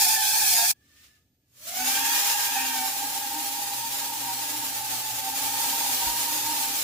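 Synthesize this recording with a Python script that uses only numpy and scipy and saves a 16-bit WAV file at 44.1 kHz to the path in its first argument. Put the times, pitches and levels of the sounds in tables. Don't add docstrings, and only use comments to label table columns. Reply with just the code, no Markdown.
import sys
import numpy as np
from scipy import signal
from scipy.fft import rfft, irfft, next_fast_len
from scipy.io import wavfile

SR = 44100
rng = np.random.default_rng(int(sys.argv[2]) if len(sys.argv) > 2 else 0)


def persist_wave(psi):
    counts = np.round(np.clip(psi, -1, 1) * 32767).astype(np.int16)
    wavfile.write(sys.argv[1], SR, np.atleast_2d(counts).T)


N = 301203
TIME_S = np.arange(N) / SR

# pitch_hz [Hz], left_minus_right_db [dB]
HALL_LEAN = [(100, -0.5), (1000, 0), (15000, -1.3)]


def from_db(db):
    return 10 ** (np.asarray(db) / 20)


def rms_one(x):
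    return x / np.sqrt(np.mean(x ** 2) + 1e-20)


def in_time(rows):
    times_s, *columns = np.transpose(rows)
    return [np.interp(TIME_S, times_s, column) for column in columns]


def at_hz(points, hz):
    pitch_hz, value = np.array(points).T
    return np.interp(np.log(hz), np.log(pitch_hz), value)


def drift(corner_hz):
    step = 40
    pole = np.exp(-2 * np.pi * corner_hz * step / SR)
    noise = rng.standard_normal(N // step + 2002)
    slow = signal.lfilter([1], [1, -2 * pole, pole ** 2], noise)[2000:]
    return np.interp(np.arange(N) / step, np.arange(len(slow)), rms_one(slow))


def stereo_noise(spectrum, lean, patchy_db):
    # pitch_hz [Hz], likeness [1 = same, 0 = unrelated]
    likeness = [(40, 0.8), (130, 1), (300, 1), (500, 0.8), (800, 0.8), (1600, 0.069), (5000, 0)]
    size = next_fast_len(N)
    hz = np.maximum(np.fft.rfftfreq(size, 1 / SR), 1)
    mid, side = rfft(rng.standard_normal((2, size))) * from_db(at_hz(spectrum, hz))
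    alike = np.clip(at_hz(likeness, hz), -1, 1)
    signs = np.array([[1], [-1]])
    pair = np.sqrt(1 + alike) * mid + np.sqrt(1 - alike) * side * signs
    pair = pair * from_db(signs * at_hz(lean, hz) / 2)
    group = np.floor(9 * np.log2(hz)) % 4
    out = 0
    for k in range(4):
        band = irfft(pair * (group == k), size)[:, :N]
        out = out + from_db(patchy_db * drift(15.8)) * band
    return out / np.std(out.mean(axis=0))


def rotor(blade_hz, tone_db, orders, shaft_db, upper_db, hunt, flutter_db, gust):
    wander = .35 * drift(5.0) + drift(16.0)
    bounded = 1.6 * np.tanh(wander / 1.6)
    shaft_hz = blade_hz / 3 * (1 + hunt * bounded)
    turns = np.cumsum(shaft_hz) / SR
    out = 0
    for multiple, order_db in orders:
        level_db = tone_db + order_db + shaft_db * (multiple < 3) + upper_db * (multiple > 3)
        shake_db = flutter_db * np.minimum(drift(26.0), 1.8)
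        smear = gust * multiple * drift(36.0)
        phase = 2 * np.pi * (multiple * turns + rng.random()) + smear
        out = out + np.sqrt(2) * from_db(level_db + shake_db) * np.sin(phase)
    return out


def room(x, t60_s, wet_db, side_hz):
    age_s = np.arange(SR) / SR
    decay = from_db(-60 * age_s / t60_s) * (age_s > .008)
    mid, side = rng.standard_normal((2, 2, SR)) * decay
    side = signal.sosfilt(signal.butter(3, side_hz, "high", fs=SR, output="sos"), side)
    tails = np.array([mid + side, mid - side]) / np.sqrt(np.sum(mid ** 2))
    place = 3.0 * drift(1.14)
    sends = x * np.array([np.cos(place), np.sin(place)])
    wet = signal.fftconvolve(sends[None], tails, axes=2).sum(axis=1)[:, :N]
    return (x + from_db(wet_db) * wet) / np.sqrt(1 + from_db(2 * wet_db))


def on_frame():
    # time_s [s], rotor_1_hz [Hz], rotor_2_hz [Hz], rotor_3_hz [Hz]
    frame_rates = [(0, 919, 900, 770), (.06, 862, 710, 870), (0.139, 897, 880, 770), (.25, 840.5, 850, 775),
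                   (.33, 880, 845, 780), (.4, 913, 835, 790), (0.471, 848, 830, 765),
                   (0.589, 920, 810, 690), (.66, 877, 840, 730), (.74, 894, 810, 870)]
    blade_tone_levels = [-41.5, -44.5, -46]
    # multiple [times the shaft rate], order_db [dB on the tone level]
    frame_orders = [(1, -20), (2, -18), (3, 4), (6, -0.5), (9, -2.5), (12, 0.5), (15, -0.5), (18, -7.5)]
    # time_s [s], change_db [dB]
    frame_swell = [(0, 1), (.08, -2.5), (.15, -1), (.26, 0), (.33, -4), (.46, -1), (.53, -6), (.63, -2),
                   (.72, -9)]
    # time_s [s], level_db [dB]
    frame_hiss = [(0, -21.5), (.2, -23), (.4, -24), (.5, -23), (.74, -21.5)]
    # pitch_hz [Hz], relative_db [dB per Hz]
    hiss_colour = [(24, -51.5), (40, -16.5), (670, -26), (740, -5.5), (859, -16.5), (998, -22.5),
                   (1680, -11.5), (2060, -15), (2450, -0.5), (2840, -14.5), (3300, -7.5), (3840, -8),
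                   (4400, -2), (5170, -0.5), (15500, -4)]
    # pitch_hz [Hz], left_minus_right_db [dB]
    frame_lean = [(60, -1.5), (240, -3), (950, -6), (3770, 4), (15000, -6.5)]
    cut_s, drop_db, fade_s, fade_power = 0.7155, -11.5, 0.021, 1.13

    swell_db, = in_time(frame_swell)
    tones = 0
    for blade_hz, tone_db in zip(in_time(frame_rates), blade_tone_levels):
        tones = tones + rotor(blade_hz, tone_db + swell_db, frame_orders, shaft_db=0, upper_db=0,
                              hunt=0.0082, flutter_db=5.5, gust=.08)
    hiss_db, = in_time(frame_hiss)
    hiss = stereo_noise(hiss_colour, frame_lean, patchy_db=2.0)
    hiss = from_db(hiss_db + 0.89 * drift(3.6)) * hiss
    after_s = TIME_S - cut_s
    dying = from_db(drop_db) * np.clip(1 - after_s / fade_s, 0, 1) ** fade_power
    fade = np.where(after_s < 0, 1, dying)
    return fade * (room(tones, t60_s=0.075, wet_db=1.5, side_hz=400) + hiss)


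def idling():
    # pitch_hz [Hz], relative_db [dB per Hz]
    idle_colour = [(300, -20), (900, -24), (1400, -12.5), (2150, -8.5), (2900, -7), (7000, -9.5),
                   (12000, -16.5), (14400, -12.5), (15500, -12.5)]
    # time_s [s], low_hz [Hz], high_hz
    # [Hz], high_tone_db [dB]
    idle_tones = [(.75, 1150, 1694, -73), (.88, 1190, 1790, -68), (1.02, 1223, 1790, -66),
                  (1.19, 1240, 1744, -68.5), (1.26, 1240, 1743, -88.5), (1.5, 1200, 1700, -91),
                  (1.57, 1200, 1720, -70)]
    blip_s, rise_s, fall_s = 1.046, 0.29, 0.27
    before_db, blip_db, settled_db = -75, -56.5, -82
    whine_hz, whine_db = 13993, -80.5

    level_db, = in_time([(blip_s - rise_s, before_db), (blip_s, blip_db), (blip_s + fall_s, settled_db)])
    out = from_db(level_db) * stereo_noise(idle_colour, HALL_LEAN, patchy_db=2.0)
    low_hz, high_hz, tone_db = in_time(idle_tones)
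    for hz, db in (low_hz, tone_db - 9), (high_hz, tone_db):
        turns = np.cumsum(hz * (1 + .02 * drift(70.0))) / SR
        side_phase = np.array([[.8], [-.8]]) * drift(6.0)
        out = out + from_db(db + 2.3 * drift(25.0)) * np.sin(2 * np.pi * turns + side_phase)
    whine = np.sin(2 * np.pi * whine_hz * TIME_S)
    return out + from_db(whine_db + 1.5 * drift(8.0)) * whine


def hall_plant():
    # [dB, before a 6 dB lift]
    plant_levels = [(.74, -83.5, -73), (1.45, -77, -79), (1.8, -62, -66.5), (2.5, -68.5, -71),
                    (3.6, -58.5, -76), (5.3, -56.5, -68), (6.83, -58, -73)]
    # pitch_hz [Hz], relative_db [dB per Hz]
    rumble_colour = [(12, -45), (20, -24), (43, -25), (64, -6.5), (81, -6), (205, -17), (295, -11.5),
                     (320, -20), (900, -32.5), (1170, -64), (1980, -120)]
    hum_db, rumble_db = in_time(plant_levels)
    phase = 2 * np.pi * 120 * TIME_S + .5 * drift(4.4)
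    side_phase = np.array([[.35], [-.35]]) * drift(1.5)
    hum = from_db(hum_db + 3.5 * drift(7.8)) * np.sin(phase + side_phase)
    rumble = from_db(rumble_db + 6.0) * stereo_noise(rumble_colour, HALL_LEAN, patchy_db=-1.0)
    return hum + rumble


def late(hz):
    return np.interp(np.arange(N) - .06 * SR, np.arange(N), hz)


def swells():
    # time_s [s], fast_pair_db [dB], slow_pair_db [dB], shaft_tones_db [dB]
    bells = [(1.79, 2, 4, 3), (2.04, 0, 2.5, 0), (2.18, 2, 0, -1), (2.26, -6, -3.5, -13), (2.35, 1, 3, -11),
             (2.46, -4, -1, -14), (2.55, 3.5, 5.5, 2), (2.79, 3, 6.5, -2), (3.35, 3, 1.5, 6),
             (3.46, -1.5, 2.5, 0), (3.94, -4, 0, -5), (4.15, 4, -0.5, 6.5), (4.27, 3, 2.5, 1.5),
             (4.55, 3, -3, 7.5), (5.04, 5, -15, -7), (5.2, -5, -1, 3), (5.6, 4.5, -0.5, -7),
             (6.08, 4, -7, 2.5), (6.3, 5.5, -7, 1), (6.41, -7.5, 1, 3), (6.51, 7.5, -5, 0.5),
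             (6.83, -44, -25, 20)]
    width_s = 0.041
    out = 0
    for centre_s, *height_db in bells:
        bell = np.exp(-.5 * ((TIME_S - centre_s) / width_s) ** 2)
        out = out + np.outer(height_db, bell)
    return out


def in_hall():
    # time_s [s], fast_blade_hz [Hz], slow_blade_hz [Hz], hiss_db [dB]
    flight = [(1.45, 463, 470, -83.5), (1.57, 560, 510, -56), (1.68, 680, 680, -37.5),
              (1.77, 831.4, 746, -31), (1.88, 890.5, 775, -26), (2.02, 910, 812, -26), (2.2, 937, 812, -25),
              (2.43, 926, 817, -27), (2.68, 926, 782, -27.5), (2.8, 906.3, 766, -29.5),
              (2.97, 889, 804, -29.5), (3.3, 931.6, 800, -31), (3.52, 920, 817, -31),
              (3.85, 930, 814, -30.5), (4.15, 924.4, 825, -30.5), (4.3, 934.5, 785, -31),
              (4.5, 915, 820, -30.5), (4.8, 884, 777, -31.5), (5.25, 882, 772, -30),
              (5.4, 894.6, 800, -28.5), (5.6, 922, 816, -27), (6.08, 940.7, 780, -27.5),
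              (6.4, 931, 834, -28.5), (6.6, 897.5, 820, -28.5), (6.83, 890, 776, -26.5)]
    # multiple [times the shaft rate], order_db [dB on the tone level]
    hall_orders = [(1, -16), (3, 1), (6, 4), (9, 5), (12, 0.5), (15, -18), (18, -21)]
    # pitch_hz [Hz], relative_db [dB per Hz]
    hiss_colour = [(90, -26.5), (170, -25), (280, -14), (360, -20.5), (600, -12.5), (700, -16), (790, -19),
                   (900, -16.5), (1010, -16), (1150, -9), (1400, -10), (2050, -8), (2800, -5.5), (7200, -2),
                   (8200, -5.5), (15500, -3.5)]
    leave_s, away_s = 2.63, 2.96
    near_wash_db, far_wash_db = -1.5, 3.5
    hover_db, loaded_db = -29.5, -25
    tone_growth, wash_growth, upper_growth = 1.4, 0.33, 0.77

    fast_hz, slow_hz, hiss_db = in_time(flight)
    upper_db, wash_db, hunt, gust = in_time([(leave_s, -6.5, near_wash_db, .011, .085),
                                             (away_s, -15.5, far_wash_db, .017, .1)])
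    below_hover_db = np.minimum(hiss_db - hover_db, 0)
    wash_db = wash_db + wash_growth * below_hover_db
    load_db = hiss_db + (tone_growth - 1) * below_hover_db
    fast_swell_db, slow_swell_db, shaft_db = swells()
    shaft_db = shaft_db - 0.27 * upper_db
    upper_db = upper_db + upper_growth * np.minimum(hiss_db - loaded_db, 0) * (TIME_S < leave_s)
    fast_db = load_db - 12 + fast_swell_db
    slow_db = load_db - 14.5 + slow_swell_db

    tones = rotor(fast_hz, fast_db, hall_orders, shaft_db - 6, upper_db - 4.0,
                  hunt=hunt, flutter_db=3.5, gust=gust)
    tones += rotor(late(fast_hz) * .965, fast_db - 9.5, hall_orders, shaft_db - 4.0, upper_db - 11,
                   hunt=0.02005, flutter_db=5.5, gust=gust)
    tones += rotor(slow_hz, slow_db, hall_orders, shaft_db + 0.5, upper_db,
                   hunt=hunt, flutter_db=5.0, gust=gust)
    tones += rotor(late(slow_hz) * 1.045, slow_db - 4.5, hall_orders, shaft_db - 1, upper_db,
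                   hunt=.02, flutter_db=4.5, gust=gust)
    tones = room(tones, t60_s=0.47, wet_db=1.5, side_hz=440) * from_db([[-.8], [.8]])

    hiss = stereo_noise(hiss_colour, HALL_LEAN, patchy_db=2.0)
    wash = signal.sosfilt(signal.butter(2, 900, fs=SR, output="sos"), hiss)
    treble = signal.sosfilt(signal.butter(2, [4500, 7800], "band", fs=SR, output="sos"), hiss)
    treble_db = -.35 * np.maximum(wash_db, near_wash_db)
    hiss = hiss + (from_db(wash_db) - 1) * wash + (from_db(treble_db) - 1) * treble
    return tones + from_db(hiss_db + .5 * drift(4.4)) * hiss


def thumps():
    # [dB, before the swing's shape and side gain]
    knocks = [(5.06, -50), (6.06, -31), (6.086, -33)]
    side_time_s = TIME_S - np.array([[0], [.003]])
    out = 0
    for start_s, level_db in knocks:
        age_s = np.maximum(side_time_s - start_s, 0)
        shape = age_s / 0.017 * np.exp(-age_s / 0.016)
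        out = out + from_db(level_db) * np.sin(2 * np.pi * 55 * age_s) * shape
    return out * from_db([[4.0], [-4.0]])


def scene():
    entry = np.clip((TIME_S - .715) / 0.023, 0, 1)
    return on_frame() + entry * (idling() + hall_plant() + in_hall() + thumps())


def record(dry):
    return signal.sosfilt(signal.ellip(12, .3, 75, 15540, fs=SR, output="sos"), dry)


dry = scene()
out = record(dry)
persist_wave(out)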